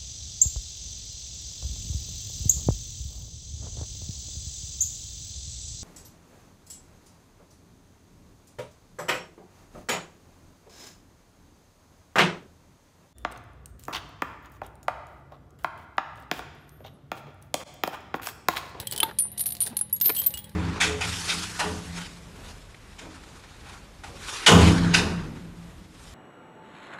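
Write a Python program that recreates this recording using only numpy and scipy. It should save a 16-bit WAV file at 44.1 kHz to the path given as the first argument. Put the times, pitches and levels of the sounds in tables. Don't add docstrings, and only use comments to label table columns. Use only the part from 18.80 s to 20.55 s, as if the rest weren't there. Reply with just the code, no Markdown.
import sys
import numpy as np
from scipy import signal
from scipy.fft import rfft, irfft
from scipy.io import wavfile

SR = 44100
rng = np.random.default_rng(int(sys.argv[2]) if len(sys.argv) > 2 else 0)


def transcribe(signal):
    frames = np.atleast_2d(signal).T
    limited = np.clip(frames, -1, 1)
    pcm = np.round(limited * 32767).astype(np.int16)
    wavfile.write(sys.argv[1], SR, pcm)


N = 77175
T = np.arange(N) / SR
HIT_T = T[:SR * 2 // 5]

# start_s, ring_db, tick_db (before TICK_LIFT_DB), ring_length (share of free ring), link (number)
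CLINKS = [(0.0005, -43, -32, 2.1, 0), (0.071, -22.5, -33.5, 0.44, 0), (0.112, -23, -45, 0.3, 0),
          (0.123, -26.5, -28.5, 0.7, 0), (0.1621, -25.5, -35, 0.28, 0), (0.1779, -25, -33.5, 0.53, 0),
          (0.203, -12, -32.5, 0.36, 0), (0.232, -13.5, -35.5, 0.23, 2), (0.3871, -16.5, -31, 1.13, 1),
          (0.398, -21, -39, 1, 1), (0.517, -37, -59, 0.95, 2), (0.576, -38, -43, 0.15, 2),
          (0.579, -30.5, -38.5, 1.3, 1), (0.5944, -24, -35.5, 0.37, 2), (0.608, -18.5, -35, 0.53, 1),
          (0.638, -48, -43, 0.5, 2), (0.658, -23.5, -38, 1.05, 2), (0.666, -24, -35.5, 0.7, 2),
          (0.704, -38, -42.5, 0.37, 1), (0.7219, -27.5, -38, 0.69, 2), (0.751, -47, -39.5, 0.64, 2),
          (0.768, -54, -42.5, 0.4, 2), (0.8044, -19, -36.5, 0.63, 1), (0.813, -26, -35.5, 0.54, 2),
          (0.819, -20, -35, 0.75, 1), (0.835, -36, -37, 0.56, 2), (0.8632, -47, -35, 0.46, 2),
          (0.869, -25, -47, 0.27, 1), (0.874, -54, -34, 0.47, 2), (0.968, -17, -34.5, 0.57, 3),
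          (0.9898, -23, -38, 0.37, 3), (1.0117, -16.5, -44, 0.67, 4), (1.097, -44, -55, 0.26, 11),
          (1.127, -16, -49.5, 0.97, 5), (1.1637, -35, -50, 0.48, 11), (1.201, -31.5, -44, 0.32, 11),
          (1.2128, -18, -27, 2.2, 6), (1.252, -17, -49, 0.2, 2), (1.258, -16, -29.5, 1.36, 7),
          (1.271, -19, -58, 0.52, 7), (1.2811, -15, -34, 0.24, 2), (1.295, -29.5, -29, 0.99, 3),
          (1.3208, -32.5, -43, 1.1, 7), (1.349, -41, -37.5, 1.2, 3), (1.365, -24, -37, 1.3, 8),
          (1.386, -30, -40, 1.28, 8), (1.396, -20.5, -55, 0.55, 7), (1.4177, -35.5, -34.5, 3.8, 2),
          (1.439, -30, -40, 0.34, 2), (1.4631, -11, -34.5, 0.74, 9), (1.469, -17, -37.5, 0.31, 6),
          (1.506, -40, -43, 0.84, 6), (1.5396, -30.5, -37, 0.62, 10), (1.5734, -34.5, -36, 0.87, 10),
          (1.59, -38, -45.5, 0.27, 10), (1.642, -43, -47.5, 0.54, 10), (1.694, -67, -51, 0.37, 6)]
LINK_MODES = { 0: [(3080, -11, .13), (3330, -10, .07), (7950, -4, .04), (9100, 0, .035), (10050, -5, .07),
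              (12620, -8, .06), (15000, -8, .07)], 1: [(9388, -1, .2), (9453, 0, .16), (9510, -2, .12),
              (10800, -8, .11), (11080, -9, .14), (11255, -7, .17), (11540, -11, .08), (11800, -9, .13)],
              2: [(9540, 3, 0.11), (9880, 0, 0.11), (10000, -16, 0.079), (10920, 2.5, 0.12),
              (11600, 6, .07), (11760, -2, 0.083), (11280, -2, 0.1), (12000, -0.5, 0.18),
              (12600, 3, 0.059)], 3: [(9776, 0, .09), (10130, -4, .07), (10900, -9, .04), (11500, -3, .07),
              (12300, -12, .07)], 4: [(9663, 0, .07), (10950, -13, .17), (11000, -4, .055)],
              5: [(6800, -22, .03), (8590, -19, .04), (11250, 0, .07), (11390, -6, .1)],
              6: [(9442, -16, .12), (12293, -2, .13), (12340, -4, .1), (12957, -5, .12), (13350, -9, .06),
              (14050, -5, .12), (14720, -5, .03)], 7: [(9480, -15, .08), (12957, -11, .13), (13120, 0, .16),
              (13207, -8, .12), (13530, -2, .13), (13750, -12, .06), (14050, -13, .12)],
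              8: [(2890, -14, .1), (3150, -13, .17), (3290, -12, .15), (7820, -12, .11), (8700, -9, .08),
              (9700, -9, .05), (12310, -5, .1), (13070, -4, .1), (13560, 0, .14)], 9: [(8420, -21, .07),
              (8790, -20, .08), (12330, -14, .09), (13570, 0, .085), (14920, -12, .06)],
              10: [(2900, -7, .16), (3310, -7, .16), (7860, -10, .11), (8990, 0, .19), (9380, -7, .11),
              (12330, -10, .12), (14850, -7, .2)], 11: [(6750, -1, .06), (8600, 0, .07), (11300, -3, .06)],
              }
# (per Hz, relative)
TICK_COLOUR = [(500, -11.5), (1500, -10), (2500, -4.5), (4200, 5), (6000, -3.5), (8000, -2.5), (10000, 2),
               (12500, -1.5), (14000, -2), (15500, -1)]
# start_s, length_s, level_db (before RATTLE_TRIM_DB), centre_hz
RATTLES = [(0.592, 0.026, -27.5, 11600), (0.656, 0.054, -28.5, 11200), (0.804, 0.032, -30.5, 11200),
           (0.861, 0.022, -53, 10800), (1.2114, 0.005, -24, 14200), (1.241, 0.032, -22, 12900),
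           (1.341, 0.025, -28, 10300), (1.381, 0.022, -25, 13500), (1.4, 0.055, -36, 10200)]
# time_s, level_db (before SHIFT_TRIM_DB)
SHIFT_LEVELS = [(0.0, -45.5), (0.326, -55), (1.242, -57.5), (1.378, -48), (1.75, -55.5)]
# (per Hz, relative)
SHIFT_COLOUR = [(500, 9), (1500, 4.5), (2500, 2.5), (4000, 4.5), (6000, -40.5), (8000, -53), (10000, 1),
                (12500, -5.5), (15000, -16)]
# start_s, body_db, crack_db, crack_hz (centre), body (number)
KNOCKS = [(0.2306, -15, -17, 3720, 0), (0.2333, -20, -29, 3500, 0), (0.264, -46, -42, 1480, 0),
          (0.292, -37, -35, 1620, 0), (.3125, -49, -34, 1490, 0), (.453, -49, -45, 960, 0),
          (.869, -54, -36.5, 1690, 1), (1.012, -46, -48, 1370, 1), (1.2928, -24, -33, 4150, 1),
          (1.3007, -21.5, -26.5, 2220, 1), (1.3005, -28, -31, 3970, 1), (1.4173, -56, -36.5, 1064, 1)]
BODY_MODES = { 0: [(346, -10.5, 0.041), (450, -12.5, 0.048), (557, -14, 0.03), (830, -9, 0.029),
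              (899, -6, 0.15), (954, -12.5, 0.09), (1253, -2, 0.024), (1580, -2.5, 0.027),
              (2140, -1, 0.023), (2690, -1.5, 0.022), (3470, 2.5, 0.013), (4080, -6, 0.03)],
              1: [(290, -9, .053), (430, -2, .045), (530, -3, .04), (720, -4, .03), (1050, -1, .03),
              (1400, -3, .025), (1780, -6, .025), (2350, -2, .018), (3100, -6, .02)], }
# start_s, length_s, level_db (before the swelling)
RUBS = [(-.02, 0.064, -44.5), (0.103, 0.16, -45.5), (0.229, 0.11, -43), (0.44, 0.053, -58.5),
        (0.833, 0.131, -50), (1.227, 0.13, -51), (1.391, 0.064, -62)]
# (per Hz, relative)
RUB_COLOUR = [(100, -23), (250, -2.5), (450, 3.5), (650, -3), (800, 1.5), (920, 0), (1100, -10),
              (1600, -5.5), (2200, -14), (4000, -16.5), (8000, -36)]
# start_s, length_s, pitch_hz, level_db (peak)
BUMPS = [(-.01, 0.027, 104, -33), (.12, 0.026, 122, -38.5), (0.902, 0.032, 228, -37.5),
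         (1.262, 0.02, 400, -39.5), (1.526, 0.059, 69.3, -41.5)]
# multiple (of ENGINE_HZ), level_db
ENGINE_PARTIALS = [(2, -61), (3, -59), (4, -59), (5, -57)]
# start_s, length_s, pitch_hz, level_db (at the top of the swell)
WHINES = [(0.446, 0.51, 706.5, -59.5), (0.847, 0.24, 842, -58), (1.397, 0.33, 845, -62)]
# (per Hz, relative)
YARD_COLOUR = [(25, -6), (70, 10.5), (105, 14), (190, 2), (326, 0), (700, -21), (950, -8), (2000, -33),
               (4030, -14), (6900, -30.5), (9570, -14), (12200, -26), (16000, -50)]

DETUNE, BUNCH_DETUNE, BUNCHES = .001, .014, (0, 2)
ATTACK_S, MODE_SPREAD_DB = 0.00014, 3
RING_WANDER_RAD, RING_WANDER_S = 0.51, 0.00646
TICK_LIFT_DB, TICK_T60_S = 7, 0.018
GRIND_DB, GRIND_T60_S = -10.5, 0.097
CHATTER_DB, CHATTER_T60_S = 1.5, 0.026
RATTLE_TRIM_DB, RATTLE_T60_S, RATTLE_OCTAVES = -1.8, 0.03354, 0.11
RATTLE_TICK_DB, RATTLE_TICK_T60_S = -6.5, 0.013
SHIFT_TRIM_DB, SHIFTS_PER_S, SHIFT_SPREAD_DB, SHIFT_T60_S = -2.5, 1300, -0.5, 0.056
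CRACK_T60_S, CRACK_OCTAVES = 0.031, 0.13
BODY_RISE_S, BODY_SPREAD_DB = 0.00026, 1.5
RUB_SWELL_DB, RUB_SWELL_HZ = 3.04, 121
ENGINE_HZ, ENGINE_WAVER_RAD, WHINE_WAVER_RAD = 41.2, 0.3, 0.8
YARD_DB = -53
ECHO_DB, ECHO_T60_S, ECHO_GAP_S = -20.5, 0.3, .004
LOW_CUT_HZ, EDGE_HZ = 49, 15650


def amp(db):
    return 10 ** (np.asarray(db) / 20)


def unit(x):
    return x / np.sqrt(np.mean(x ** 2) + 1e-20)


def fade(t60):
    return np.exp(-np.log(1000) * HIT_T / max(t60, 1e-3))


def add(mix, s, sound):
    start = round(s * SR)
    sound = sound[max(-start, 0):]
    part = mix[max(start, 0):][:len(sound)]
    part += sound[:len(part)]


def colour(x, points):
    hz, db = np.transpose(points)
    f = np.fft.rfftfreq(len(x), 1 / SR)
    gain = amp(np.interp(np.log(f + 1), np.log(hz), db))
    return unit(irfft(rfft(x) * gain, len(x)))


def noise(points, size):
    return colour(rng.standard_normal(size), points)


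def drift(hz):
    lowpass = np.exp(-(np.fft.rfftfreq(N, 1 / SR) / hz) ** 2)
    return unit(irfft(rfft(rng.standard_normal(N)) * lowpass, N))


def ring(modes, length, detune, spread_db):
    hz, db, t60 = np.transpose(modes)
    weight = amp(db + spread_db * rng.standard_normal(len(hz)))
    hz = hz * (1 + detune * rng.standard_normal(len(hz)))
    wander = RING_WANDER_RAD * rng.standard_normal((len(hz), 64)).cumsum(axis=1)
    knots = np.arange(wander.shape[1]) * RING_WANDER_S
    waves = np.zeros(len(HIT_T))
    for f, w, decay, path in zip(hz, weight, t60, wander):
        phase = 2 * np.pi * (f * HIT_T + rng.random()) + np.interp(HIT_T, knots, path)
        waves += w * fade(decay * length) * np.sin(phase)
    attack = 1 - np.exp(-HIT_T / ATTACK_S)
    return waves * attack / np.sqrt(np.sum(weight ** 2) / 2)


def clink(ring_db, tick_db, length, link):
    size = len(HIT_T)
    chatter = rng.standard_normal(size) ** 3 * fade(CHATTER_T60_S * length)
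    force = amp(CHATTER_DB) * chatter / np.linalg.norm(chatter)
    force[0] += 1
    detune = BUNCH_DETUNE if link in BUNCHES else DETUNE
    free = ring(LINK_MODES[link], length, detune, MODE_SPREAD_DB)
    tone = signal.fftconvolve(force, free)[:size]
    tone *= np.linalg.norm(free) / np.linalg.norm(tone)
    tick = noise(TICK_COLOUR, size) * fade(TICK_T60_S)
    grind = colour(rng.standard_normal(size) ** 5, TICK_COLOUR) * fade(GRIND_T60_S)
    contact = tick + amp(GRIND_DB) * grind
    return amp(ring_db) * tone + amp(tick_db + TICK_LIFT_DB) * contact


def rattle(length, db, centre_hz, count=18):
    out = np.zeros(len(HIT_T))
    for k in range(count):
        pitches = centre_hz * 2 ** (RATTLE_OCTAVES * rng.standard_normal(size=2))
        modes = [(hz, 0, RATTLE_T60_S) for hz in pitches]
        tick = amp(RATTLE_TICK_DB) * noise(TICK_COLOUR, len(HIT_T)) * fade(RATTLE_TICK_T60_S)
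        start = length * (k + rng.random()) / count
        add(out, start, rng.random() * (ring(modes, 1, 0, MODE_SPREAD_DB) + tick))
    return amp(db + RATTLE_TRIM_DB) * out


def shifting():
    slips = rng.standard_normal(N) * (rng.random(N) < SHIFTS_PER_S / SR)
    slips *= amp(SHIFT_SPREAD_DB * np.minimum(rng.exponential(1, N), 3))
    grain = rng.standard_normal(len(HIT_T)) * fade(SHIFT_T60_S)
    grains = signal.fftconvolve(slips, grain)[:N]
    level_db = SHIFT_TRIM_DB + np.interp(T, *np.transpose(SHIFT_LEVELS))
    return colour(grains, SHIFT_COLOUR) * amp(level_db)


def knock(body_db, crack_db, crack_hz, body):
    band = [(crack_hz * 2 ** (k * CRACK_OCTAVES), -3 * k * k) for k in range(-5, 5)]
    crack = noise(band, len(HIT_T)) * fade(CRACK_T60_S)
    rise = 1 - np.exp(-HIT_T / BODY_RISE_S)
    tone = ring(BODY_MODES[body], 1, 0, BODY_SPREAD_DB) * rise
    return amp(body_db) * tone + amp(crack_db) * crack


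def hide():
    out = np.zeros(N)
    for s, length, db in RUBS:
        size = round(length * SR)
        add(out, s, amp(db) * noise(RUB_COLOUR, size) * signal.windows.tukey(size, .5))
    out *= amp(RUB_SWELL_DB * drift(RUB_SWELL_HZ))
    for s, length, hz, db in BUMPS:
        t = T[:round(length * SR)]
        add(out, s, amp(db) * np.sin(np.pi * t / length) * np.sin(2 * np.pi * hz * t))
    return out


def wavering(hz, waver_rad):
    phase = 2 * np.pi * (hz * T + rng.random()) + waver_rad * drift(hz=17.7)
    return np.sqrt(2) * np.sin(phase)


def engine():
    out = np.zeros(N)
    for multiple, db in ENGINE_PARTIALS:
        level = amp(db) * (1 + 0.2 * drift(hz=11.6))
        out += level * wavering(multiple * ENGINE_HZ, ENGINE_WAVER_RAD)
    for s, length, hz, db in WHINES:
        swell = np.sin(np.pi * np.clip((T - s) / length, 0, 1))
        out += amp(db) * swell * wavering(hz, WHINE_WAVER_RAD)
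    return out


def yard():
    return amp(YARD_DB) * noise(YARD_COLOUR, N)


def scatter(sound):
    tail = rng.standard_normal(len(HIT_T)) * fade(ECHO_T60_S) * (HIT_T > ECHO_GAP_S)
    return amp(ECHO_DB) * signal.fftconvolve(sound, tail / np.linalg.norm(tail))[:N]


def scene():
    chain = shifting()
    for s, *strike in CLINKS:
        add(chain, s, clink(*strike))
    for s, *bunch in RATTLES:
        add(chain, s, rattle(*bunch))
    for s, *blow in KNOCKS:
        add(chain, s, knock(*blow))
    return (chain + scatter(chain) + hide() + engine() + yard())[None]


def record(dry):
    low_cut = signal.butter(3, LOW_CUT_HZ, "highpass", fs=SR, output="sos")
    thin = signal.sosfilt(low_cut, dry)
    band_limit = signal.firwin(255, EDGE_HZ, window=("kaiser", 8), fs=SR)
    return signal.oaconvolve(thin, band_limit[None], "same")


dry = scene()
out = record(dry)
transcribe(out)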